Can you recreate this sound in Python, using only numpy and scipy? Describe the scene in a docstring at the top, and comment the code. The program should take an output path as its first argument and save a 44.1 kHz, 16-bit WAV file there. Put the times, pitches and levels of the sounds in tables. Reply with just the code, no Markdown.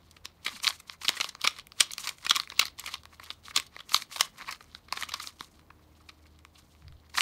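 """A quiet room: a hollow plastic puzzle cube is twisted fast in two hands, heard from close by.
Clacks are short bursts of tiny contacts; slides are gritty rubbing noise under random ticks.
Both ring the same three groups of cube resonances; the room answers the clacks.
Behind them: a far engine drone of wavering sines, shaped-noise room hush, two soft low bumps."""
import sys
import numpy as np
from scipy import signal
from scipy.fft import rfft, irfft, next_fast_len
from scipy.io import wavfile
from scipy.ndimage import map_coordinates

SR = 44100
rng = np.random.default_rng(int(sys.argv[2]) if len(sys.argv) > 2 else 0)


def dump_mix(stems):
    """Bounce the given channels to the path in sys.argv[1] as a 16-bit WAV at rate SR."""
    frames = np.atleast_2d(stems).T  # one column per channel
    limited = np.clip(frames, -1, 1)  # hard clip at full scale
    pcm = np.round(limited * 32767).astype(np.int16)
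    wavfile.write(sys.argv[1], SR, pcm)


N = 317994
TIME_S = np.arange(N) / SR


def amp(db):
    """Decibels to gain."""
    return 10 ** (np.asarray(db) / 20)


def unit(x):
    """Scale to rms 1."""
    return x / np.sqrt(np.mean(x ** 2) + 1e-20)


def curve(rows):
    """Interpolate (t/s, value) rows to one value per sample."""
    return np.interp(TIME_S, *np.transpose(rows))


def along(points, hz):
    """Interpolate (f/Hz, value) points on a log frequency axis."""
    f, value = np.transpose(points)
    return np.interp(np.log(hz + 1), np.log(f + 1), value)


def wobble(rate_hz):
    """Smooth random curve through rate_hz normal-distributed knots a second."""
    knots = rng.standard_normal(int(N * rate_hz / SR) + 4)
    return map_coordinates(knots, [TIME_S * rate_hz])


def filtered(x, response):
    """Multiply the spectrum of x by a response of frequency."""
    m = next_fast_len(N + SR // 2)
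    hz = np.fft.rfftfreq(m, 1 / SR)
    return irfft(rfft(x, m) * response(hz), m)[:N]


def gritty(shape, spread_db):
    """Noise whose samples differ widely in size, as many tiny contacts do."""
    size = amp(spread_db * rng.standard_normal(shape))
    return unit(size * rng.standard_normal(shape))


# far engine note before its waver: t/s, level/dB
ENGINE_LEVEL = [(0, -59.5), (.55, -65), (.75, -65.5), (2.4, -73), (2.55, -62.5), (3.5, -60.5), (4.1, -89),
                (4.7, -60.5), (5.7, -64.5), (5.9, -58.5), (7.21, -59)]
# engine pitch before its wobble: t/s, f/Hz
ENGINE_PITCH = [(0, 82.4), (2.6, 79.6), (7.21, 76.3)]
# engine overtones: multiple of the note, median level/dB
ENGINE_OVERTONES = [(2, -74), (3, -82.5), (4, -78.5)]


def drone():
    """Low engine note that swells and fades; faint sine overtones come and go."""
    hz = curve(ENGINE_PITCH) + .4 * wobble(4)
    phase = 2 * np.pi * np.cumsum(hz) / SR
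    waver = amp(1.8 * wobble(9))
    out = amp(curve(ENGINE_LEVEL)) * waver * np.sin(phase)
    for multiple, db in ENGINE_OVERTONES:
        out = out + amp(db + 4.7 * wobble(0.81)) * np.sin(multiple * phase)
    return out


# room noise spectrum, relative: f/Hz, level per Hz/dB
HUSH_SPECTRUM = [(18, -49.5), (40, -12), (150, -16), (400, -24), (1000, -28), (1700, -36), (9500, -49.5),
                 (15000, -43.5)]


def hush():
    """Room hush: white noise shaped in frequency, its level drifting a little."""
    white = rng.standard_normal(N)
    noise = unit(filtered(white, lambda hz: amp(along(HUSH_SPECTRUM, hz))))
    drift = amp(.8 * wobble(3))
    return amp(-63.0) * drift * noise


def resonances(f, modes, detune=1, shade=1):
    """Sum of second-order resonances, normalised to keep the power of white noise."""
    centre, width, db = np.transpose(modes)[..., None]
    centre = centre * detune
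    sign = (-1.) ** np.arange(len(modes))[:, None]
    peaks = 1j * f * width / (centre * centre - f * f + 1j * f * width)
    h = np.sum(sign * shade * amp(db) * peaks, axis=-2)
    return h / np.sqrt(np.mean(np.abs(h) ** 2, axis=-1, keepdims=True))


def ring(x, modes):
    """Excite one group of resonances with x."""
    return filtered(x, lambda f: resonances(f, modes))


def ticks():
    """Tiny knocks of loose pieces at random times: noise bursts decaying in 0.4 ms."""
    struck = rng.random(N) < 420 / SR  # mean 420 a second
    knocks = struck * amp(14.5 + 4 * rng.standard_normal(N))
    decay = np.exp(-TIME_S[:SR // 200] / .0004)
    return np.convolve(knocks, decay)[:N] * gritty(N, spread_db=3.5)


RISE_DB_PER_S, FALL_DB_PER_S = 693.5, 453  # a turn gets going and comes to rest
SHAKE_DB, SETTLE_DB_PER_S = -17.5, 337.5  # loose pieces after a clack, re its level
LEAD_IN_DB, LEAD_IN_DB_PER_S = -17, 1202.5  # gritty noise swelling up to each clack, re its level
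HELD_DB = -72  # median, cube merely held in the fingers
# turns, one layer sliding over the next: start t/s, length/s, level/dB
LAYER_TURNS = [(0.451, 0.12, -46), (0.638, 0.039, -39.5), (0.788, .01, -57), (0.882, 0.05, -54),
               (1.026, 0.062, -47.5), (1.134, 0.14, -43.5), (1.408, 0.044, -52), (1.551, 0.047, -51),
               (1.793, .01, -42.5), (1.894, 0.016, -51.5), (1.998, 0.09, -42), (2.214, 0.099, -50.5),
               (2.312, .1, -46.5), (2.532, 0.13, -53), (2.79, 0.013, -46.5), (2.847, 0.038, -43.5),
               (2.918, 0.027, -44), (3.136, 0.011, -52.5), (3.229, 0.056, -51), (3.45, 0.056, -49.5),
               (3.747, 0.039, -54), (3.906, 0.095, -44.5), (4.116, 0.099, -44.5), (4.387, .145, -46),
               (4.608, 0.16, -60.5), (4.929, .11, -43.5), (5.099, .19, -47.5), (5.385, 0.055, -52.5),
               (5.577, 0.063, -68), (6.553, 0.06, -61), (6.659, .05, -72.5), (7.178, 0.091, -34.5)]


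def motion():
    """Level of the gritty noise: powers of grip, turns, lead-ins to clacks and shaking after add."""
    power = amp(2 * (HELD_DB + 4 * wobble(14)))  # fingers shift their grip
    for start, length, db in LAYER_TURNS:
        rise_db = RISE_DB_PER_S * np.maximum(start - TIME_S, 0)
        fall_db = FALL_DB_PER_S * np.maximum(TIME_S - start - length, 0)
        power = power + amp(2 * (db - rise_db - fall_db))
    kicks = np.zeros(N)
    for t, db, *_ in CLACK_EVENTS:
        kicks[round(t * SR)] = amp(2 * db)
    settle = signal.lfilter([1], [1, -amp(-2 * SETTLE_DB_PER_S / SR)], kicks)
    # filtered backwards in time: grows up to each clack
    lead_in = signal.lfilter([1], [1, -amp(-2 * LEAD_IN_DB_PER_S / SR)], kicks[::-1])[::-1]
    return np.sqrt(power + amp(2 * SHAKE_DB) * settle + amp(2 * LEAD_IN_DB) * lead_in)


RUB_DB = -2  # smooth rubbing, median before each group's weight of 2 or 4
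# cube resonances in three groups, levels relative within a group: f/Hz, width/Hz, level/dB
HOLLOW_MODES = [(290, 380, -16), (608, 390, -13.5), (1119, 197, 1.5), (2147, 480, -2)]
SHELL_MODES = [(3010, 850, 5.5), (4110, 940, 8.5), (5320, 1500, -3)]
EDGE_MODES = [(6430, 1900, -1), (8860, 470, 0.5), (9550, 390, -3.5), (11800, 760, -3.5), (14600, 4600, -15)]


def slide():
    """Faces rub with a gritty hiss under ticks; some ticks drive one group, some all three."""
    rub = amp(RUB_DB + 5.2 * wobble(60)) * gritty(N, spread_db=3.0)
    shared = ticks()
    hollow = ring(2 * rub + shared + ticks(), HOLLOW_MODES)
    shell = ring(2 * rub + shared + ticks(), SHELL_MODES)
    edges = ring(4 * rub + shared, EDGE_MODES)
    tone = amp(-18.5 + 4 * wobble(40)) * hollow
    tone = tone + amp(-16.5 + 2.7 * wobble(50)) * shell
    tone = tone + amp(-21.5 + 3.2 * wobble(11)) * edges
    return motion() * tone


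RING_MS = 1.2  # part of a clack's length that is ringing, not contact
VARY_SHARE, VARY_DB = .05, 2.5  # scatter per clack of each resonance: pitch, level
# pieces clacking into line: t/s, level/dB, hollow knock/dB and bright tick/dB re shell, length/ms
CLACK_EVENTS = [(0.111, -54, -14, 4, 3.8), (0.1655, -49.5, -1.5, -28, 5.5), (0.255, -34, -4.5, -8.5, 1.9),
                (0.448, -38, -8, -1.5, 7.8), (0.4632, -25, -1.5, -11.5, 4.7), (0.4791, -30.5, -3, -12, 4.2),
                (0.4922, -41.5, -2.5, -20.5, 2.3), (0.5609, -54.5, 10.5, -20, 5.1),
                (0.6, -43.5, -4, -34, 2.9), (0.645, -26.5, -5, -12, 2.7), (0.669, -19, -17, -35, 3.2),
                (0.677, -17.5, -5, -36.5, 1.8), (0.698, -40.5, 2, -15, 4), (0.7055, -32, -5.5, -25.5, 2.5),
                (0.7995, -49.5, 0.5, 7.5, 5.2), (0.897, -35, -2.5, -30.5, 1.5),
                (1.0146, -40.5, -0.5, -26.5, 6.8), (1.0342, -42, -2.5, -27, 2.8),
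                (1.0468, -30.5, -1, -7, 6.9), (1.083, -17.5, -23.5, -27.5, 0.61),
                (1.0909, -19.5, -4.5, -5.5, 2.47), (1.1674, -34, 1.5, -5.5, 8.6),
                (1.201, -30, -0.5, -6, 2.4), (1.2096, -21.5, -6.5, -9.5, 3.6),
                (1.2439, -30, -4.5, -11, 1.8), (1.29, -36, -8.5, 1.5, 4.7),
                (1.3506, -43.5, 1.5, -2.5, 1.38), (1.4154, -34, -14, -6.5, 2.5),
                (1.4413, -21.5, -0.5, -8.5, 9.1), (1.468, -33, 0.5, -15, 1.4),
                (1.4734, -16, -5.5, -12.5, 3.3), (1.564, -47, -3.5, -13.5, 3),
                (1.586, -41.5, 0.5, -3.5, 3.5), (1.596, -40, -11, -9, 2.3), (1.6698, -51.5, -1, 4, 1),
                (1.7199, -44, -7, -16.5, 1.1), (1.7995, -29.5, -4, -5, 3.7), (1.805, -12, -7.5, 0, 4.6),
                (1.9076, -36.5, -8, -22, 2.7), (1.915, -46.5, -15.5, 12, 6.9),
                (1.9348, -35, -16, 4.5, 2.25), (1.981, -32, -4, -3.5, 3.3), (2.038, -40, -2.5, -7.5, 7.1),
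                (2.0717, -28.5, -2, -2.5, 6.2), (2.0911, -28.5, -9.5, -5.5, 3), (2.183, -52.5, -3, -3.5, 3),
                (2.2486, -36, -4.5, -1, 5.3), (2.2643, -28.5, 2, -19.5, 3.5),
                (2.2956, -19.5, -34.5, -13, 2.4), (2.3083, -13, -6.5, -19, 4), (2.35, -31, -12, -9, 2.6),
                (2.3563, -28, -5.5, -22.5, 2.6), (2.3622, -23, -8, -37.5, 1),
                (2.3653, -25.5, -1, -41.5, 4.6), (2.399, -23.5, -8.5, -12.5, 2.1),
                (2.434, -47, 1, -18.5, 2.1), (2.474, -52.5, 10.5, -15, 1.3), (2.5009, -36, -8, -13, 1.4),
                (2.5187, -43.5, 5, -20, 3.5), (2.594, -13, -8, -2.5, 3.5), (2.612, -23, -5, -14.5, 8),
                (2.6271, -30.5, -3, -20, 4.2), (2.6539, -32, -6, -3, 2.4),
                (2.6625, -36.5, -10.5, -3.5, 9.1), (2.681, -40.5, -5.5, -10.5, 3.4),
                (2.7871, -43, -3, -16, 1.9), (2.795, -39, -25, 7.5, 4.6), (2.8388, -45.5, 4.5, -21, 3),
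                (2.861, -33.5, -7, -5, 3.9), (2.874, -35.5, 0.5, -12, 5.8), (2.939, -29, -8, -12.5, 5.2),
                (3.0334, -53, -2, -0.5, 4), (3.0544, -46, 1.5, -15.5, 1.7), (3.1971, -49, 8.5, -26, 3.1),
                (3.2324, -50.5, 1, -16, 1.4), (3.2374, -48.5, -9, 3, 4.9), (3.3037, -31, -8.5, -25, 1.9),
                (3.3093, -41, -9.5, -24.5, 3.5), (3.482, -46.5, 6, -52, 0.91), (3.508, -51, 12, -20, 4),
                (3.5617, -18, -9.5, -0.5, 3.6), (3.5738, -20.5, -9, -9.5, 4), (3.581, -33, 2, -13.5, 3),
                (3.5991, -32.5, -5.5, -0.5, 1.5), (3.665, -49.5, -36.5, 0, 5.8),
                (3.7641, -46.5, 8.5, -22.5, 1.1), (3.79, -43.5, -2, -32, 4.1), (3.8036, -39, -5, -28, 4.5),
                (3.8926, -40.5, -14, -8.5, 5.3), (3.918, -38.5, 2.5, -0.5, 2.9), (3.944, -14, -6, -10, 2.4),
                (3.9593, -22, -12, -9, 5.7), (4.02, -35.5, -2, -10.5, 3.6), (4.1248, -41.5, -6, -3.5, 5),
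                (4.159, -32, -1.5, -7.5, 6.1), (4.195, -31.5, -2, -6.5, 4.9), (4.208, -15, -5, -5, 3.2),
                (4.419, -51.5, 9.5, -3, 1.7), (4.4775, -50.5, -10.5, -7, 3.5),
                (4.4874, -40.5, 9.5, -21.5, 5), (4.5093, -39, -4, 3.5, 6.1), (4.5234, -36, 0, -2, 4.7),
                (4.607, -51, 6.5, -28, 4.5), (4.7489, -37.5, -5.5, -37, 2.2), (4.8829, -52.5, 4, -32, 4.7),
                (4.9246, -29, 3.5, -3.5, 2), (4.9713, -34, 2, -12, 4.4), (5.0091, -40.5, 2, 5, 7.8),
                (5.024, -34.5, 5, -16.5, 2.1), (5.0328, -31.5, -1, -21.5, 2.4), (5.0887, -37, -4, -5, 6.6),
                (5.1184, -36.5, -3.5, -12, 4.7), (5.1385, -27.5, -2.5, -6, 5.1),
                (5.1985, -36, 1, -4.5, 4.3), (5.2393, -48.5, 7.5, -17, 4), (5.273, -34.5, -11, -5, 1.26),
                (5.408, -36, 1, -10.5, 1.4), (5.5936, -59, 2.5, -12, 1.5), (5.7031, -57, 12, -30.5, 2.9),
                (5.792, -73.5, 10, -17.5, 3.2), (6.0024, -69.5, 13.5, -13, 7.5),
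                (6.0887, -42, -2, -11.5, 6.1), (6.24, -70.5, 4, -17, 1.4), (6.257, -68.5, 12, -17, 6),
                (6.2666, -61, -15, -5, 2.7), (6.389, -58, -8, -2, 3), (6.4501, -50, 3, -28, 1.5),
                (6.5523, -52, -9.5, -23, 12.5), (6.75, -64.5, 3, -10, 1.2), (6.821, -66.5, 7, -16, 2.9),
                (6.881, -52, -3.5, -14.5, 1), (6.9235, -59, -1.5, -8, 1.1), (7.066, -69, 3.5, -14.5, 2),
                (7.0957, -56.5, -5.5, -3, 5.6), (7.1405, -43, 0, -17, 6.4), (7.1503, -40.5, 5.5, -26, 4.9),
                (7.1735, -24, -3.5, -8, 9.3), (7.182, -27, 7, -21, 4.2), (7.2071, -19, -8.5, -11, 2.6)]


def clacks():
    """Bursts of tiny contacts build and die; hollows answer 0.6 ms late, edges go quiet first."""
    t = np.arange(2048) / SR
    peak_s, db, knock_db, tick_db, length_ms = np.transpose(CLACK_EVENTS)[..., None]
    contact_s = np.maximum(length_ms - RING_MS, .4) / 1000
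    build = (1 - np.exp(-t / (0.58 * contact_s))) ** 2
    die = np.exp(-(t / (0.57 * contact_s)) ** 0.82)
    burst = build * die * gritty((len(CLACK_EVENTS), len(t)), spread_db=6.5)
    energy = np.sum(burst ** 2, axis=1, keepdims=True)
    burst = burst * np.sqrt(.004 * SR / energy)  # level counts over 4 ms
    hollow_drive = amp(knock_db) * np.roll(burst, round(.0006 * SR), axis=1)
    edge_drive = amp(tick_db) * burst * np.exp(-t / (2.4 * contact_s))
    groups = ((hollow_drive, HOLLOW_MODES), (burst, SHELL_MODES), (edge_drive, EDGE_MODES))

    f = np.fft.rfftfreq(2 * len(t), 1 / SR)
    spectrum = 0
    for drive, modes in groups:
        pitch, level = rng.standard_normal((2, len(CLACK_EVENTS), len(modes), 1))
        force = rfft(drive, 2 * len(t))
        rung = force * resonances(f, modes, 1 + VARY_SHARE * pitch, amp(VARY_DB * level))
        force_norm = np.linalg.norm(force, axis=1, keepdims=True)
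        rung_norm = np.linalg.norm(rung, axis=1, keepdims=True)
        spectrum = spectrum + rung * force_norm / rung_norm  # ringing keeps the drive's level

    out = np.zeros(N + 2 * len(t))
    starts_s = (peak_s - .3 * contact_s)[:, 0]
    for start, clack in zip(starts_s, amp(db) * irfft(spectrum)):
        out[round(start * SR):][:len(clack)] += clack
    return out[:N]


# room decay: f/Hz, time to fall 60 dB/s
ROOM_DECAY = [(300, 0.22), (4000, 0.2), (12000, 0.07)]


def room(x):
    """Convolve with a noise tail, 200 samples late, each frequency dying at its own speed."""
    hz, t, z = signal.stft(rng.standard_normal(SR // 2), SR, nperseg=256)
    decay = amp(-60 * t / along(ROOM_DECAY, hz)[:, None])
    tail = signal.istft(z * decay, SR, nperseg=256)[1]
    return signal.fftconvolve(np.pad(x, (200, 0)), tail / np.linalg.norm(tail))[:N]


# soft bumps carried through the table: t/s, level/dB, centre f/Hz, length/s, noise against tone
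TABLE_BUMPS = [(0.545, -53.5, 230, 0.015, .1), (6.905, -48, 78, 0.056, 1.34)]


def bumps():
    """Soft low thumps: Gaussian swells of a sagging tone, partly smeared into noise."""
    out = np.zeros(N)
    for t, db, hz, length_s, smear in TABLE_BUMPS:
        u = (TIME_S - t) / length_s
        sagging_hz = hz * np.exp(-.2 * np.clip(u, -2, 2))
        tone = np.sin(2 * np.pi * np.cumsum(sagging_hz) / SR)
        swell = np.exp(-u ** 2) * tone * (1 + smear * wobble(2 * hz))
        out += amp(db) * swell * np.sqrt(length_s * SR / np.sum(swell ** 2))
    return out


def scene():
    """Sum the cube, the room's answer to its clacks, and the background."""
    hits = clacks()
    background = drone() + hush() + bumps()
    return (hits + amp(-19.5) * room(hits) + slide() + background)[None]


SHELF_HZ, SHELF_DB, TOP_HZ = 15650, -22, 16677


def record(dry):
    """Treble is much weaker above SHELF_HZ; nothing passes from the band limit TOP_HZ up."""
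    def response(hz):
        return (hz < TOP_HZ) * np.where(hz > SHELF_HZ, amp(SHELF_DB), 1)
    return filtered(dry[0], response)[None]


dry = scene()
out = record(dry)
dump_mix(out)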